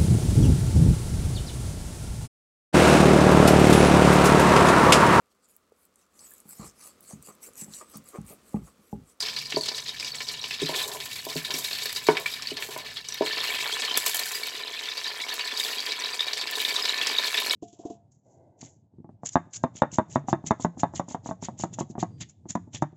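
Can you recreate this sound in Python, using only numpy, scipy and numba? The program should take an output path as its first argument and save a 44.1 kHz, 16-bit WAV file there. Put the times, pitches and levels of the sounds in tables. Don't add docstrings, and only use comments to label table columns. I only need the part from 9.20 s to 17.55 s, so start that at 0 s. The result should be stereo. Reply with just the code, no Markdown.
import sys
import numpy as np
from scipy import signal
from scipy.fft import rfft, irfft
from scipy.io import wavfile
from scipy.ndimage import uniform_filter1d
from numba import njit

SR = 44100
rng = np.random.default_rng(int(sys.argv[2]) if len(sys.argv) > 2 else 0)


def persist_wave(psi):
    counts = np.round(np.clip(psi, -1, 1) * 32767).astype(np.int16)
    wavfile.write(sys.argv[1], SR, np.atleast_2d(counts).T)


N = 368235
T, HZ = np.arange(N) / SR, np.fft.rfftfreq(N, 1 / SR)

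# time in seconds, bubbling level in dB before a fixed trim.
FRYING_HEAT = [(0.0, -28.5), (0.3, -35), (0.56, -31.5), (0.65, -36.5), (0.8, -34), (1.35, -33),
               (1.42, -30.5), (1.63, -27), (1.67, -39), (2.56, -31), (2.9, -34.5), (3.44, -36), (3.51, -40),
               (3.79, -36), (3.84, -43), (3.9, -36.5), (4.04, -36.5), (4.07, -27), (4.72, -29), (5.37, -34),
               (6.35, -30.5), (7.3, -31.5), (7.44, -28), (8.35, -26)]
# time in seconds, pitch in Hz.
BUBBLE_PITCH = [(0, 4575), (1.0, 4695), (1.5, 3840), (4.0, 4067), (4.4, 3400), (5.2, 3720), (7, 3926),
                (8.35, 3713)]
# start in seconds, strength in dB, pitch in Hz, crackle after it in dB over the pop.
BIG_POPS = [(0.004, -13.5, 4840, -19.5), (0.0266, -17, 4450, -8), (0.0592, -29, 4250, -26),
            (0.1633, -14, 4200, -22), (0.186, -16, 4680, -28), (0.3218, -22, 2580, -3.5),
            (0.361, -8.5, 4520, -28), (0.41, -12, 4500, -30), (0.435, -13, 4290, -34),
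            (0.458, -19, 4260, -31), (0.4839, -13.5, 4200, -9.5), (0.546, -16, 3920, -27),
            (0.679, -20, 4260, -5.5), (0.692, -14, 3800, -20), (0.798, -16, 5200, -11.5),
            (0.826, -18, 2430, -22), (0.846, -18, 4870, -31), (0.8767, -24, 3810, -15),
            (0.946, -28, 2000, -30), (1.0044, -19.5, 2310, -9), (1.0866, -14, 4760, -29),
            (1.24, -18, 3000, -14), (1.3092, -20, 2490, -8), (1.3993, -18, 3810, -27),
            (1.4169, -15, 3350, -23), (1.458, -18, 3850, -19), (1.4879, -21, 4100, -23),
            (1.8018, -19.5, 3420, -13.5), (1.929, -19.5, 3860, -22), (2.1646, -17, 4430, -32),
            (2.248, -16.5, 3800, -31), (2.3053, -21, 3270, -2), (2.34, -10, 5600, -17),
            (2.4461, -15, 3770, -21), (2.5304, -13, 4360, -25), (2.62, -22, 3800, -11),
            (2.6566, -18, 4200, -9.5), (2.7613, -15, 4730, -12), (2.8679, -22, 4320, -6),
            (2.969, -18, 2450, -5.5), (3.059, -9, 2340, -18.5), (3.1375, -16, 3820, -17),
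            (3.2222, -16, 5460, -14.5), (3.2712, -13, 4520, -24), (3.3049, -18, 2940, -30),
            (3.3672, -26, 4230, -3), (3.4223, -21, 2370, -5), (3.7687, -18, 3400, -20),
            (3.8865, -12.5, 5980, -17), (3.923, -14, 5750, -33), (3.9423, -17.5, 3730, -26),
            (4.0608, -14.5, 3230, -17), (4.4029, -20, 2236, -30), (4.6198, -14.5, 4350, -21),
            (4.6492, -14, 4240, -17), (4.71, -7, 3080, -28), (4.7417, -10, 4200, -36),
            (4.754, -17, 4830, -26), (4.765, -10, 3440, -34), (4.862, -22.5, 5170, 0),
            (4.9912, -12.5, 4170, -25), (5.2336, -14.5, 4400, -25), (5.591, -16.5, 3817, -26),
            (5.6872, -12, 3600, -25), (5.7777, -15.5, 4520, -30), (5.843, -13.5, 3820, -30),
            (5.865, -14, 3960, -31), (6.0838, -21, 2915, -25), (6.1123, -17, 3720, -27),
            (6.1923, -20, 2640, -3), (6.275, -13, 4000, -16), (6.3733, -12.5, 4680, -17),
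            (6.398, -7.5, 3720, -40), (6.437, -14, 4610, -26), (6.448, -12, 3500, -25),
            (6.5313, -17, 4360, -29), (6.583, -16, 4700, -28), (6.6027, -13.5, 4630, -15),
            (6.6641, -21, 4700, -13), (6.72, -13.5, 4000, -12), (6.8386, -12, 3870, -25),
            (6.8575, -12.5, 3880, -34), (6.993, -8.5, 3560, -24), (7.0059, -4.5, 3690, -25),
            (7.0817, -11, 3880, -22), (7.132, -12, 4500, -14), (7.1788, -18, 3670, -27),
            (7.2126, -16, 3670, -8), (7.2711, -23.5, 3650, -7), (7.3534, -14, 3810, -23),
            (7.402, -10, 3850, -34), (7.4495, -4.5, 3630, -21), (7.4846, -11, 3700, -21),
            (7.5629, -6.5, 3900, -23), (7.6517, -13, 4000, -5.5), (7.693, -5, 3910, -31),
            (7.776, -18, 3820, -20), (7.8131, -10, 3360, -11), (7.87, -8, 5270, -15.5),
            (7.984, -2, 3740, -21.5), (8.069, -15, 3520, -17), (8.1401, -16, 2590, -15),
            (8.177, -5.5, 3680, -39), (8.309, -4, 3880, -22)]
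# start in seconds, strength in dB.
BIG_SPITS = [(1.855, -39), (2.05, -39), (2.386, -38), (2.656, -36), (2.726, -38), (2.997, -42),
             (3.575, -42.5), (3.941, -42), (4.7727, -21.5), (4.8615, -26.5), (4.878, -30), (4.894, -31),
             (4.9442, -27), (4.956, -34), (4.967, -32.5), (4.993, -31), (5.055, -38), (5.118, -34.5),
             (5.152, -38), (5.268, -38.5), (6.1383, -36.5), (6.6564, -44), (7.31, -37.5), (7.415, -36.5),
             (8.2, -34), (8.328, -41)]
# moment of full strength in seconds, hold in seconds, strength in dB.
SPITTING_SPELLS = [(1.56, 0.098, -38), (1.72, 1.14, -47), (2.36, 0.058, -38.5), (3.01, 0.12, -48),
                   (3.41, 0.08, -43), (4.22, 0.27, -50), (4.78, 0.041, -39.5), (4.86, 0.049, -36.5),
                   (4.97, 0.21, -42), (6.39, 0.079, -41.5), (7.36, 0.12, -44.5), (8.05, .3, -49)]
# moment of full level in seconds, hold in seconds, level in dB.
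SPATULA_SCRAPES = [(1.51, 0.073, -39), (1.65, 0.1, -41.5), (2.098, 0.023, -45), (2.293, 0.1, -46),
                   (2.946, 0.045, -40), (3.38, 0.051, -47), (3.497, 0.14, -48.5)]
# start in seconds, strength in dB, contact in milliseconds, boost of the modes
# above 500 Hz in dB, boost of the thud below 300 Hz in dB. Both boosts depend on where the blow lands.
POT_KNOCKS = [(0.342, -28, 4, 7, 4), (0.369, -13.5, 1.13, 8.5, 14), (0.516, -30.5, 0.3, 8, 7),
              (1.418, -22, 1.93, -11, 12), (1.428, -19.5, 2.47, 0, 13.5), (1.493, -20, 1.3, 13, 20),
              (1.759, -30.5, 0.28, 21, 5), (2.067, -24.5, 1.15, 11, 17), (2.157, -23.5, 1.63, 4, 20.5),
              (2.3, -29.5, 0.35, 10, 12), (2.339, -30.5, 3.1, 14, 18), (2.887, -2.5, 0.27, -3.5, 4.5),
              (2.932, -23, 0.44, -15, -11), (3.317, -27, 2.04, 6, 14), (3.489, -32, 0.52, -3, -5),
              (3.563, -24, 0.17, 8, 0), (4.009, -10, 1.75, 13, -1), (4.022, -17.5, 0.38, -7, 0)]
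# pitch in Hz, strength in dB, time to fall by 60 dB in seconds.
POT_MODES = [(95, -14, 0.097), (157, -2.5, 0.18), (263, 1.5, 0.092), (378, -1, 0.07), (426.3, 22, 0.074),
             (584, 6.5, 0.1), (648.3, 13.5, 0.14), (779, 11.5, 0.067), (949, 15.5, 0.1), (998, 13, 0.12),
             (1090, -17, 0.05), (1493, 8, 0.11), (1730, 4.5, 0.12), (2204, 12, .05)]
# pitch in Hz, width in Hz, level in dB over the direct sound.
AIR_IN_STEP = [(437, 45, 6.5), (665, 70, -6), (747, 43, -3.5), (996.6, 42, 10), (1754.6, 32.3, 9.5),
               (2265, 35, 4), (3800, 39, 1), (4620, 1220, -4), (7780, 700, -6.5)]
# pitch in Hz, width in Hz, level in dB over the direct sound.
AIR_OPPOSED = [(366, 110, -2), (968, 25, 10), (1517, 30, 12), (1828, 15, 17.5), (1960, 38, 15.5),
               (2850, 140, 5)]
# frequency in Hz, gain in dB.
PORT_DIFFERENCE = [(60, -12), (400, -12), (700, -8.5), (1300, -0.5), (2400, -3.5), (4400, 4.5),
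                   (8000, -1.5), (15000, -4)]
# frequency in Hz, gain in dB.
THUMP_COLOUR = [(60, -60), (150, -55), (230, -4.5), (320, -5.5), (500, -3.5), (800, -1), (1300, 4),
                (2500, 16.5), (6000, -21)]
# frequency in Hz, gain in dB.
SPIT_COLOUR = [(60, -66), (300, -10.5), (2000, -8.5), (5000, -7), (7600, -2.5), (9000, -9), (11500, -1),
               (15500, -5)]
# time in seconds, level in dB of the sound shared by both ports.
RUMBLE_LEVEL = [(0, -56.5), (3.5, -57), (6, -71.5), (8.35, -67.5)]
# frequency in Hz, gain in dB.
STOVE_COLOUR = [(20, -31), (60, -16.5), (100, -1.5), (160, -9.5), (260, -4), (400, -31)]
# pitch in Hz, width in Hz, level in dB over the rumble.
HUM_LINES = [(46, 8.1, 16), (138, 13, 10.5)]

POP_CYCLES, POP_RISE = 17.8, 0.94
SPIT_UNDER_FRY_DB, SPRAY_DECAY_S = -19.5, 0.0039
FLARE_ATTACK_S, FLARE_FADE_DB_S = 0.018, 148
FLARE_BRIGHT_HZ = 6000
STIR_ENDS_S, SETTLE_S = 4.05, .05
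STIRRED_FITS_DB, RESTING_FITS_DB = 4.5, -8.
STIRRED_THUMP_DB, RESTING_THUMP_DB = -15.5, -10
WANDER, WANDER_S = .007, .12
SCRAPE_HZ, SCRAPE_GLIDE_OCT_S = 870, 0.74
SCRAPE_ATTACK_S, SCRAPE_FADE_DB_S = 0.027, 156
CRACK_DB, CRACK_S = -12, 0.018
TOP_HZ = 15900


def bubbling(busy):
    hz = np.interp(T, *np.transpose(BUBBLE_PITCH))
    hop_octaves = np.repeat(np.maximum(rng.standard_normal(N // 1024 + 1), -.4), 1024)[:N]
    fizz_hz = 0.9145 * hz * 2 ** (0.336 * hop_octaves)
    bubbles = scatter(busy, rate=360, hz=hz, octaves=0.2654, cycles=13., spread_db=4.5, rise=1.0, burst_db=6.5)
    fizz = scatter(busy, rate=2400, hz=fizz_hz, octaves=0.4334, cycles=5.87, spread_db=1.5, rise=0.18, burst_db=16.)
    sizzle = steady(in_pot(bubbles + undb(-6.5) * fizz), seconds=0.096)
    return sizzle * curve(FRYING_HEAT) * undb(-3.0)


def pops(count=40, trail_ms=13.0, octaves=0.22):
    s, db, hz, trail_db = np.array(BIG_POPS).T[:, :, None]
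    g = rng.standard_normal((2, len(s), count))
    e = rng.exponential(1, (len(s), count))
    pop_start = (s[:, 0] * SR).astype(np.int64)
    pop_place = 0.25 + 0.6 * g[1, :, 0]
    pair = grains(np.zeros((2, N)), pop_start, hz[:, 0], POP_CYCLES + 0 * s[:, 0], undb(db[:, 0]), pop_place, POP_RISE)
    start = ((s + e * trail_ms / 1000) * SR).astype(np.int64).ravel()
    pitch = np.clip(1.104 * hz * 2 ** (octaves * g[0]), 300, .4 * SR).ravel()
    size = (undb(db + trail_db - 7.8 * e) * g[1]).ravel()
    place = 0.11 + 0.92 * g[1, :, ::-1].ravel()
    pair = grains(pair, start, pitch, 3.5 + 0 * pitch, size, place, 0.17)
    return in_pot(pair) * undb(5.0)


def spitting(busy):
    ticks = scatter(busy, rate=7300, hz=8560.0, octaves=0.61, cycles=2.2, spread_db=1.0, rise=0.12,
                    burst_db=13.5, roam=0.63)
    ticks = steady(in_pot(ticks, colour(SPIT_COLOUR)), seconds=0.2) * undb(3.0)
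    bright = signal.sosfilt(signal.butter(1, FLARE_BRIGHT_HZ, "high", fs=SR, output="sos"), ticks)
    ticks = ticks * curve(FRYING_HEAT) * undb(SPIT_UNDER_FRY_DB)
    ticks = ticks + bright * spells(SPITTING_SPELLS, FLARE_ATTACK_S, FLARE_FADE_DB_S)
    spray, t = np.zeros(N + SR), T[:SR // 8]
    for s, db in BIG_SPITS:
        spray[int(s * SR):][:len(t)] += undb(db) * np.minimum(t / 0.002, 1) * np.exp(-t / SPRAY_DECAY_S)
    mid, other = rng.standard_normal((2, N))
    hiss = spray[:N] * np.array([mid, .4 * mid + 1.23 * other])
    return ticks + undb(17.0) * in_pot(hiss, colour(SPIT_COLOUR))


def drone(busy):
    thumps = scatter(busy, rate=900, hz=880.0, octaves=0.87, cycles=0.85, spread_db=3.0, rise=0.21,
                     burst_db=9., roam=1.0)
    thumps = steady(wander(in_pot(thumps, colour(THUMP_COLOUR))), seconds=0.11)
    return thumps * curve(FRYING_HEAT) * undb(stirred(STIRRED_THUMP_DB, RESTING_THUMP_DB))


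def scrapes(busy):
    slips = scatter(busy, rate=1500, hz=SCRAPE_HZ, octaves=0.48, cycles=2.4, spread_db=3.5, rise=0.13,
                    burst_db=5., roam=0.77)
    starts = np.array(SPATULA_SCRAPES)[:, 0]
    since = T - starts[np.maximum(np.searchsorted(starts, T) - 1, 0)]
    glide = 2 ** (SCRAPE_GLIDE_OCT_S * np.clip(since - .05, -.05, .1))
    modes = rng.choice([hz for hz, _, _ in POT_MODES if hz > 300], N) * glide
    rings = scatter(busy, rate=450, hz=modes, octaves=0.021, cycles=25.0, spread_db=2.5, rise=.3, burst_db=4.)
    rings = signal.sosfilt(signal.butter(2, 1300., fs=SR, output="sos"), rings)
    stroke = steady(in_pot(slips) + undb(1.0) * rings, seconds=0.047)
    return stroke * spells(SPATULA_SCRAPES, SCRAPE_ATTACK_S, SCRAPE_FADE_DB_S)


def knocks():
    out, t = np.zeros(N + SR), np.arange(SR // 3) / SR
    hz, mode_db, t60 = np.array(POT_MODES).T[:, :, None]
    low = hz[:, 0] < 300
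    chance = rng.standard_normal((len(POT_KNOCKS), 2, len(POT_MODES), 1))
    wood = signal.butter(2, [600., 2600.], "band", fs=SR, output="sos")
    clacks = signal.sosfilt(wood, rng.standard_normal((len(POT_KNOCKS), len(t))))
    first = 1 + 0.57 * np.exp(-t / 0.0026)
    no_bass = signal.butter(4, 300., "high", fs=SR, output="sos")
    swell = 1 - np.exp(-t / np.where(hz < 200, 0.008, .003))
    scatter_db, detune = 2.5, .008
    for (s, db, ms, high_db, thud_db), (e, f), clack in zip(POT_KNOCKS, chance, clacks):
        strength = undb(mode_db + scatter_db * e + high_db * (hz > 500) + thud_db * (hz < 300))
        swing = np.sin(2 * np.pi * hz * (1 + detune * f) * t)
        modes = strength * swing * np.exp(-np.log(1000) * t / t60)
        ring = signal.sosfilt(no_bass, modes[~low].sum(axis=0) * first) + (modes * swell)[low].sum(axis=0)
        ring = ring / np.abs(ring).max() + undb(CRACK_DB) * clack * np.exp(-t / CRACK_S)
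        contact = np.hanning(int(np.clip(ms, .1, 5) * SR / 1000) + 3)
        ring = np.convolve(ring, contact)
        i = int(s * SR)
        out[i:i + len(ring)] -= ring * undb(db) / np.abs(ring).max()
    mid = out[:N]
    side = irfft(1j * rfft(mid) * colour(PORT_DIFFERENCE), N) * 0.9
    return np.array([mid, side])


def rumble():
    noise = irfft(rfft(rng.standard_normal((2, N))) * colour(STOVE_COLOUR) * np.abs(air(HUM_LINES)), N)
    return noise / noise[0].std() * [[1], [undb(-16.0)]] * curve(RUMBLE_LEVEL)


def kitchen(pair, t60, wet_db):
    t = np.arange(SR // 3) / SR
    tail = rng.standard_normal((2, len(t))) * np.exp(-np.log(1000) * t / t60) * (t > .004)
    tail = tail / np.sqrt(np.sum(tail[0] ** 2))
    return pair + undb(wet_db) * signal.fftconvolve(pair, tail, axes=1)[:, :N]


def in_pot(pair, tint=1):
    shared = air(AIR_IN_STEP)
    opposed = 1j * air(AIR_OPPOSED) * colour(PORT_DIFFERENCE)
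    return irfft(rfft(pair) * tint * [shared, opposed], N)


def air(modes):
    return 1 + sum(undb(db) * 1j * w * HZ / (hz ** 2 - HZ ** 2 + 1j * w * HZ) for hz, w, db in modes)


def wander(pair):
    k = int(WANDER_S * SR)
    drift = uniform_filter1d(np.repeat(rng.standard_normal(N // k + 1), k)[:N], k)
    place = np.arange(N) + np.cumsum(WANDER * (drift - drift.mean()))
    return np.array([np.interp(place, np.arange(N), v) for v in pair])


def bursts(rate=40, decay_ms=10., pop_db=3.):
    kicks = (rng.random(N) < rate / SR) * np.minimum(rng.exponential(1, N), 2.5)
    fits = undb(stirred(STIRRED_FITS_DB, RESTING_FITS_DB))
    kicks[(np.array(BIG_POPS)[:, 0] * SR).astype(int)] += undb(pop_db)
    soft_kicks = uniform_filter1d(kicks * fits, size=SR // 300)
    return signal.lfilter([1], [1, -np.exp(-1000 / (decay_ms * SR))], soft_kicks)


def stirred(moving, resting):
    return np.interp(T, [STIR_ENDS_S - SETTLE_S, STIR_ENDS_S + SETTLE_S], [moving, resting])


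def spells(rows, attack_s, fade_db_s):
    power = 0
    for s, length, db in rows:
        rise = np.clip((T - s) / attack_s + 1, 0, 1)
        fade_db = fade_db_s * np.clip(T - s - length, 0, 2)
        power = power + (rise * undb(db - fade_db)) ** 2
    return np.sqrt(power)


def scatter(busy, rate, hz, octaves, cycles, spread_db, rise, burst_db, place=0.03, roam=0.85):
    u = rng.random((int(rate * N / SR), 3))
    g = rng.standard_normal((len(u), 3))
    crowd = np.cumsum(1 + undb(burst_db) * busy)
    start = np.searchsorted(crowd, u[:, 0] * crowd[-1])
    pitch = np.clip((hz * np.ones(N))[start] * 2 ** (octaves * g[:, 0]), 100, .4 * SR)
    size = undb(spread_db * np.minimum(-np.log(u[:, 1]), 3.5)) * np.sign(u[:, 2] - .5)
    lengths = cycles * np.exp(0.59 * g[:, 1])
    return grains(np.zeros((2, N)), start, pitch, lengths, size, place + roam * g[:, 2], rise)


@njit
def grains(out, start, hz, cycles, size, place, rise):
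    for k in range(len(start)):
        fall = np.exp(-3 * hz[k] / (cycles[k] * SR))
        z, swell, w = size[k], 0., 2 * np.pi * hz[k] / SR
        for i in range(min(out.shape[1] - start[k], int(2.5 * cycles[k] * SR / hz[k]))):
            swell += (1 - swell) * min(1., (1 - fall) / rise)
            z *= fall
            v = z * swell ** 2 * np.sin(w * i)
            out[0, start[k] + i] += v
            out[1, start[k] + i] += v * place[k]
    return out


def steady(pair, seconds):
    width = int(seconds * SR)
    power = uniform_filter1d(uniform_filter1d(pair[0] ** 2, width), width)
    return pair / np.sqrt(power + 1e-12)


def colour(points):
    hz, db = np.transpose(points)
    return undb(np.interp(np.log(HZ + 1), np.log(hz), db))


def curve(table):
    return undb(np.interp(T, *np.transpose(table)))


def undb(db):
    return 10 ** (np.asarray(db) / 20)


def scene():
    busy = bursts()
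    spits = spitting(.4 * busy + bursts(rate=25, decay_ms=8., pop_db=-13.0))
    thumps = drone(.6 * busy + bursts(rate=25, decay_ms=15., pop_db=-12.))
    strokes = scrapes(bursts(rate=40, decay_ms=12., pop_db=-30.))
    fat = bubbling(busy) + pops() + spits + thumps + strokes
    fat = signal.sosfilt(signal.butter(3, 220., "high", fs=SR, output="sos"), fat)
    fat = kitchen(fat, t60=.18, wet_db=-11.)
    blows = kitchen(knocks(), t60=.22, wet_db=-11.)
    mid, side = fat + blows + rumble()
    return np.array([mid + side, mid - side])


def record(dry):
    return signal.sosfilt(signal.ellip(10, .2, 80, TOP_HZ, fs=SR, output="sos"), dry)


dry = scene()
out = record(dry)
persist_wave(out)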